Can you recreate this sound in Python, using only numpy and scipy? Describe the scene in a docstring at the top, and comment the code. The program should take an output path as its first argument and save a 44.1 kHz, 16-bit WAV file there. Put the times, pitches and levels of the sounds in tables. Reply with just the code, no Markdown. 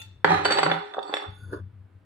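"""A metal disc is knocked down on a worn wooden table and pushed over its rough top, chattering under
the fingers, just after grazing a second disc in the hand. Each contact rings the metal and the wood.
Let go, it rings freely; it is nudged a few times, then the second disc is laid down softly.
A small hard room answers each contact, over a low wavering hum."""
import sys
import numpy as np
from scipy import signal
from scipy.fft import rfft, irfft
from scipy.io import wavfile

SR = 44100
rng = np.random.default_rng(int(sys.argv[2]) if len(sys.argv) > 2 else 0)


def inscribe(sig):
    """Save sig as 16-bit PCM at rate SR to the path in sys.argv[1].

    A 1-D sig is mono; a 2-D sig holds one channel per row.
    Samples are clipped to [-1, 1] before scaling.
    """
    pcm = np.round(np.clip(np.atleast_2d(sig).T, -1, 1) * 32767)
    wavfile.write(sys.argv[1], SR, pcm.astype(np.int16))


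N = 90404
T = np.arange(N) / SR

# Rim hits (table levels are relative throughout):
# t/s, knock/dB, brightness/(dB per octave), pressed ring/dB, free ring/dB, chatter decay/s
CONTACTS = [(.017, -34, 18.5, -51, -41, 0.0077), (0.2456, 1, -2, -34.5, -39.5, 0.00058),
            (0.2479, -10.5, -6.5, -30.5, -50, 0.0001), (.448, -14.5, 6.5, -23.5, -49, 0.0041),
            (0.4531, -5.5, 5.5, -16.5, -47.5, 0.0041), (0.4579, -7.5, 1, -20.5, -52, 0.0042),
            (0.5067, -7, 6.5, -18.5, -46, 0.018), (0.521, -9, 10.5, -13.5, -52, 0.005),
            (.5726, -13.5, 5.5, -20.5, -47, 0.0075), (.5855, -6, 1.5, -17.5, -48, 0.0046),
            (0.591, -10.5, 0.5, -40, -53, 0.0029), (.631, -5, 4.5, -17, -53.5, 0.0042),
            (.663, -6.5, -3, -35, -51.5, 0.003), (.699, -12.5, -3.5, -44.5, -39.5, 0.0046),
            (.715, -7, 0.5, -46.5, -26.5, 0.0024), (.938, -30, 2.5, -58, -33, 0.0019),
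            (.945, -22, -15, -57, -34, 0.0027), (.968, -23, -29.5, -43.5, -53, 0.002),
            (.982, -14, -37, -51, -56, 0.0027), (0.9904, -23, -17, -50, -31, 0.0035),
            (1.029, -41, 3.5, -31.5, -29, 0.0036), (1.094, -24, -28, -42.5, -56, 0.0011),
            (1.128, -23.5, -18.5, -65, -44, 0.0023), (1.1392, -12, 0.5, -36, -13, 0.00014),
            (1.168, -16.5, -1, -27, -19.5, 0.0016)]
# Disc modes, under a finger and free: f/Hz, level/dB, t60 before extra damping/s, left-right/dB
PRESSED_MODES = [(4518, 3.5, 0.11, -10.5), (3900, -2, 0.01, -2.5), (7776, -10, 0.16, -10.5),
                 (9220, -30, 0.25, 0.5), (13050, -31, .08, 2.5), (13500, -30.5, .1, 1.5),
                 (15000, -35, 0.12, 7)]
FREE_MODES = [(863, -11, 0.36, 6.5), (2640, -6, 0.11, -0.5), (3511, -3.5, 0.24, -6.5),
              (3494, 8, 0.069, -7.5), (4544, -23.5, 0.16, 0), (5450, -27, 0.66, -1), (6470, -27, 0.13, -10),
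              (7730, -31, 0.75, -10.5), (10005, -29, 0.22, 14.5), (12170, -41, .15, -0.5)]


def disc_ring(modes, gain_db, column, detune=0.01, softening=0.38):
    """Each hit rings the disc: the grip shifts its pitch, and soft hits excite the high modes less."""
    fingers_on_s, fingers_off_s, finger_damping = .88, 1.3, 3.9
    t, out = T[:SR // 2], np.zeros((2, N))
    hz, db, t60, lean_db = np.transpose(modes)[:, :, None]
    pan = sides(lean_db[:, 0])
    octaves = np.maximum(np.log2(hz / hz[np.argmax(db)]), 0)  # above the strongest mode
    attack = 1 - np.exp(-t / 0.00099)
    for hit in CONTACTS:
        s, _, tilt_db = hit[:3]
        damping = finger_damping if fingers_on_s < s < fingers_off_s else 1  # resting fingers choke it
        pitch = hz * (1 + detune * rng.standard_normal())
        dull_db = softening * min(tilt_db, 0) * octaves
        partials = amp(db + dull_db - 60 * damping * t / t60) * np.exp(2j * np.pi * pitch * t)
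        phases = np.exp(2j * np.pi * rng.random(pan.shape))
        ring = ((pan * phases) @ partials).real
        add(out, s, amp(hit[column] + gain_db) * ring * attack)
    return out


def knocks(gain_db=12.5, chatter_db=-14, size=1500):
    """The rim strikes the wood and chatters for a moment; harder contacts are brighter."""
    # Tone of a knock on wood: f/Hz, level/dB
    knock_eq = [(60, -45.5), (200, -17), (320, -6.5), (600, -1), (1100, -0.5), (1650, 1), (2500, -12),
                (4300, -17.5), (5100, -34.5), (7700, -40), (8500, -53.5), (10100, -50.5), (11300, -71),
                (16000, -56.5)]
    out = np.zeros((2, N))
    for s, db, tilt_db, _, _, chatter_s in CONTACTS:
        force = amp(chatter_db) * rng.standard_normal(size) * np.exp(-T[:size] / chatter_s)
        force[0] = 1  # the strike itself
        knock = through(through(force, pulse(knock_eq, tilt_db)), flutter())
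        add(out, s, amp(db + gain_db) * unit_energy(knock))
    return out


def slide(gain_db=-3.5):
    """The disc catches on the grain of the table in a dense stream of tiny clicks."""
    # The push: t/s, friction/dB, hardness of touch/0-1
    push = [(0.248, -42.5, 0.75), (0.273, -27.5, 0.65), (.31, -17.5, 0.57), (0.338, -19, 0.65),
            (0.377, -25, 0.65), (.41, -28, 0.57), (.445, -33, 0.63), (0.502, -25.5, 0.78),
            (0.562, -25, 0.57), (0.594, -25.5, .6), (.62, -38, 0.7), (.655, -26.5, 0.5),
            (0.704, -26.5, 0.24), (.75, -32.5, 0), (0.801, -39, 0), (.87, -46.5, 1), (.96, -44, 0.15),
            (1.06, -41.5, 0.37), (1.11, -36.5, 0.4), (1.19, -42.5, 0.84), (1.246, -35, 0.14),
            (1.291, -54.5, 0.22)]
    # Tone of the scrape: f/Hz, level/dB
    scrape_eq = [(60, -34.5), (240, -14), (420, -4.5), (660, -11), (850, 0), (1500, -1), (2200, -7),
                 (2900, -19.5), (4200, -19.5), (5000, -40.5), (5600, -31), (7700, -42), (8500, -51.5),
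                 (10100, -50), (11300, -64), (16000, -65)]
    s, _, hardness = np.transpose(push)
    force = grains() * amp(gain_db) * level(push)
    hard_share = np.interp(T, s, hardness)
    hard = through(force * hard_share, pulse(scrape_eq, tilt_db=2))
    soft = through(force * (1 - hard_share), pulse(scrape_eq, tilt_db=-16))
    return through(hard + soft, flutter())


def sing(modes, drive, damping=3.9):
    """Friction feeds the modes of a disc, damped by the touch."""
    t = T[:SR // 2]
    hz, db, t60, lean_db = np.transpose(modes)[:, :, None]
    partials = amp(db - 60 * damping * t / t60) * np.sin(2 * np.pi * hz * t)
    ring = sides(lean_db[:, 0]) @ partials * (1 - np.exp(-t / 0.003))
    return through(grains() * drive, ring / np.linalg.norm(ring))


def rim_rub():
    """The rubbing rim keeps the disc singing between hits."""
    # Friction drive: t/s, pressed level/dB, free level/dB
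    rub = [(.43, -50.5, -71), (.51, -44, -66), (.58, -36.5, -54.5), (.7, -68, -47), (.9, -102, -58),
           (1.08, -48.5, -54.5), (1.2, -54.5, -36.5), (1.33, -79.5, -65), (1.6, -82, -67.5)]
    return sing(PRESSED_MODES, level(rub)) + sing(FREE_MODES, level(rub, column=2))


def graze(gain_db=-37, rub_s=0.014, t60=0.11):
    """Two rims rub for an instant in the hand; clear of the table, the discs ring on."""
    # Modes of both discs together: f/Hz, level/dB
    modes = [(894, -12), (1384, -12.5), (2640, -3), (2760, -8.5), (3510, 0), (6630, -10), (10020, -10),
             (13050, -23), (13500, -22)]
    t = T[:SR // 2]
    ring = sum(amp(db - 60 * t / t60) * np.sin(2 * np.pi * hz * t) for hz, db in modes)
    rub = np.array([grains(), grains()]) * np.exp(-T / rub_s)
    return amp(gain_db) * through(unit_energy(rub), ring)


def second_disc(room_db=-23.5):
    """The second disc rubs along the table and settles with a dull scrape."""
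    # Pushed along and lowered: t/s, wood scrape/dB, ring/dB
    gesture = [(1.3, -85, -62), (1.43, -70, -52), (1.503, -62, -56), (1.527, -43, -47), (1.533, -33, -46),
               (1.552, -46, -54), (1.6, -56, -64), (1.63, -85.5, -95.5)]
    # Its modes: f/Hz, level/dB, t60 before damping/s, left-right/dB
    modes = [(1457, -4, .4, 0), (4600, -2, .03, 0), (6620, -13, .1, -6), (10030, -2, .06, 8),
             (12170, -15, .08, 0)]
    # Tone of its soft touch on wood: f/Hz, level/dB
    soft_eq = [(100, -27.5), (240, -11), (320, 1), (520, -1.5), (720, -18), (1000, -3), (1300, -14),
               (1680, -9), (2000, -42), (4500, -30), (8000, -58)]
    scrape = through(grains() * level(gesture), pulse(soft_eq))
    sound = through(scrape, flutter()) + sing(modes, level(gesture, column=2))
    return sound + amp(room_db) * room(sound)


def table_ring(x, gain_db=-37.5):
    """Knocks and scrapes excite the lasting modes of the table top."""
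    # Wood modes: f/Hz, level/dB, t60/s
    modes = [(171, -16, 0.14), (299, -7.5, 0.063), (414.6, -5, 0.25), (532, -9, .1), (771.4, -2.5, 0.095),
             (938, -16.5, 0.059)]
    t = T[:SR // 2]
    ring = sum(amp(db - 60 * t / t60) * np.cos(2 * np.pi * hz * t) for hz, db, t60 in modes)
    return amp(gain_db) * through(x, ring)


def flutter(tail_db=1, t60=0.032, left_lag_s=.0001, size=2048):
    """Stereo impulse response: the direct sound, then the table's short resonances and near echoes."""
    tail = rng.standard_normal((2, size)) * amp(-60 * T[:size] / t60)
    out = amp(tail_db) * unit_energy(tail)
    out[0, round(left_lag_s * SR)] += 1
    out[1, 0] += 1
    return out


def groan(start_hz=167.4, sag_hz_per_s=22):
    """Friction keeps the lowest mode of the table swinging; its pitch wobbles and sags."""
    # Groan under the sliding disc: t/s, level/dB
    swell = [(.245, -36.5), (.27, -37.5), (.325, -26), (.38, -44), (.56, -52.5), (.62, -44.5), (.68, -32),
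             (.79, -41), (.84, -70)]
    hz = (start_hz - sag_hz_per_s * (T - swell[0][0])) * (1 + .07 * drift(30))
    return np.sqrt(2) * np.sin(2 * np.pi * np.cumsum(hz) / SR) * level(swell)


def room(x, build_s=0.018):
    """The small hard room returns a diffuse stereo tail that dies soonest in the top treble."""
    # Reverb time: f/Hz, t60/s
    decay = [(150, 0.43), (500, 0.23), (1500, 0.38), (4000, 0.5), (8000, .22), (15000, 0.23)]
    hz, t, noise = signal.stft(rng.standard_normal((2, SR)), SR, nperseg=256)
    tail = signal.istft(noise * amp(-60 * t / read(decay, hz)[:, None]), SR, nperseg=256)[1]
    tail = tail * np.minimum(T[:tail.shape[1]] / build_s, 1)
    return through(x, tail / np.linalg.norm(tail[0]))


def background(hum_hz=97, waver=0.043, harmonics_db=(4.5, -13.5, -26.5), air_db=-65.5):
    """A low hum wavers in pitch and level over the faint air of the room."""
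    # Swells of the hum: t/s, level/dB
    swell = [(0, -51), (.18, -49.5), (.21, -58.5), (.35, -37.5), (.6, -59.5), (.85, -72.5), (1.23, -84),
             (1.29, -39), (1.385, -50.5), (1.45, -37.5), (1.85, -50.5), (1.905, -65), (1.95, -49),
             (2.05, -45.5)]
    # Room tone: f/Hz, level/dB
    air_eq = [(25, -23), (80, -9.5), (300, 3), (700, -9.5), (1400, -9.5), (3500, -23), (6000, -36.5),
              (16000, -40.5)]
    cycles = np.cumsum(hum_hz * (1 + waver * drift(24))) / SR
    tone = sum(amp(db) * np.sin(2 * np.pi * k * cycles) for k, db in enumerate(harmonics_db, 1))
    hum = unit(tone * (1 + 0.5 * drift(43)))
    air = through(rng.standard_normal((2, N)) + rng.standard_normal(N), pulse(air_eq))
    return hum * level(swell) + amp(air_db) * unit(air)


def microphone_pair(x):
    """The microphones lean each band to the left or right."""
    # Stereo balance: f/Hz, left-right/dB
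    lean = [(100, 4.5), (350, 1), (1500, -3), (4000, 2.5), (6000, 3), (8000, -15), (9200, -1),
            (10200, 20.5), (12000, -2)]
    pan = sides(read(lean, np.fft.rfftfreq(2 * N, 1 / SR)))
    return irfft(rfft(x, 2 * N) * pan)[:, :N]


def grains(per_s=1800, spread_db=2.5):
    """Friction grit: dense tiny clicks of uneven size, rms 1."""
    size = amp(spread_db * np.minimum(rng.exponential(1, N), 4))
    catches = rng.random(N) < per_s / SR
    return unit(catches * rng.choice([-1, 1], N) * size)


def pulse(eq, tilt_db=0, size=2048):
    """Minimum-phase click of energy 1, shaped by an EQ curve and a treble tilt per octave."""
    hz = abs(np.fft.fftfreq(size, 1 / SR))
    octaves = np.log2(np.clip(hz, 1300, 8000) / 1300)
    log_gain = np.log(amp(read(eq, hz) + tilt_db * octaves))
    spectrum = np.exp(np.conj(signal.hilbert(log_gain)))
    return unit_energy(np.fft.ifft(spectrum).real)


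def drift(hz):
    """Random wobble of rms 1, rolled off above hz."""
    f = np.fft.rfftfreq(N, 1 / SR)
    return unit(irfft(rfft(rng.standard_normal(N)) * np.exp(-(f / hz) ** 2), N))


def level(table, column=1):
    """Gain envelope from a dB column, silent outside its time span."""
    rows = np.array(table)
    return amp(np.interp(T, rows[:, 0], rows[:, column], left=-120, right=-120))


def read(points, hz):
    """Reads a curve on a log-frequency axis."""
    f, value = np.transpose(points)
    return np.interp(np.log(hz + 1), np.log(f + 1), value)


def amp(db):
    """Decibels to gain."""
    return 10 ** (np.asarray(db) / 20)


def sides(db):
    """Left and right gains for a level difference."""
    return amp(np.array([db, -db]).reshape(2, -1) / 2)


def unit(x):
    """Scales to rms 1."""
    return x / np.sqrt(np.mean(x ** 2) + 1e-20)


def unit_energy(x):
    """Scales each channel to energy 1."""
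    return x / np.linalg.norm(x, axis=-1, keepdims=True)


def add(mix, s, sound):
    """Mixes a sound in at s seconds."""
    part = mix[..., max(round(s * SR), 0):][..., :sound.shape[-1]]
    part += sound[..., :part.shape[-1]]


def through(x, response):
    """Convolves, channel by channel."""
    return signal.fftconvolve(np.atleast_2d(x), np.atleast_2d(response), axes=1)[:, :N]


def scene(wood_room_db=-7.5, metal_room_db=-12.5):
    """Wood and metal, each with its own room send, over the hum."""
    wood = knocks() + slide()
    wood = wood + table_ring(wood)
    bed = microphone_pair(wood + amp(wood_room_db) * room(wood) + groan() + background())
    pressed = disc_ring(PRESSED_MODES, gain_db=-12, column=3)
    free = disc_ring(FREE_MODES, gain_db=-5.5, column=4)
    metal = pressed + free + graze() + rim_rub()
    return bed + metal + amp(metal_room_db) * room(metal) + second_disc()


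def record(dry, cutoff_hz=16100):
    """Full-scale ceiling, then a steep low-pass."""
    lowpass = signal.firwin(511, cutoff_hz, window=("kaiser", 9), fs=SR)
    return signal.oaconvolve(np.clip(dry, -1, 1), lowpass[None], "same")


dry = scene()
out = record(dry)
inscribe(out)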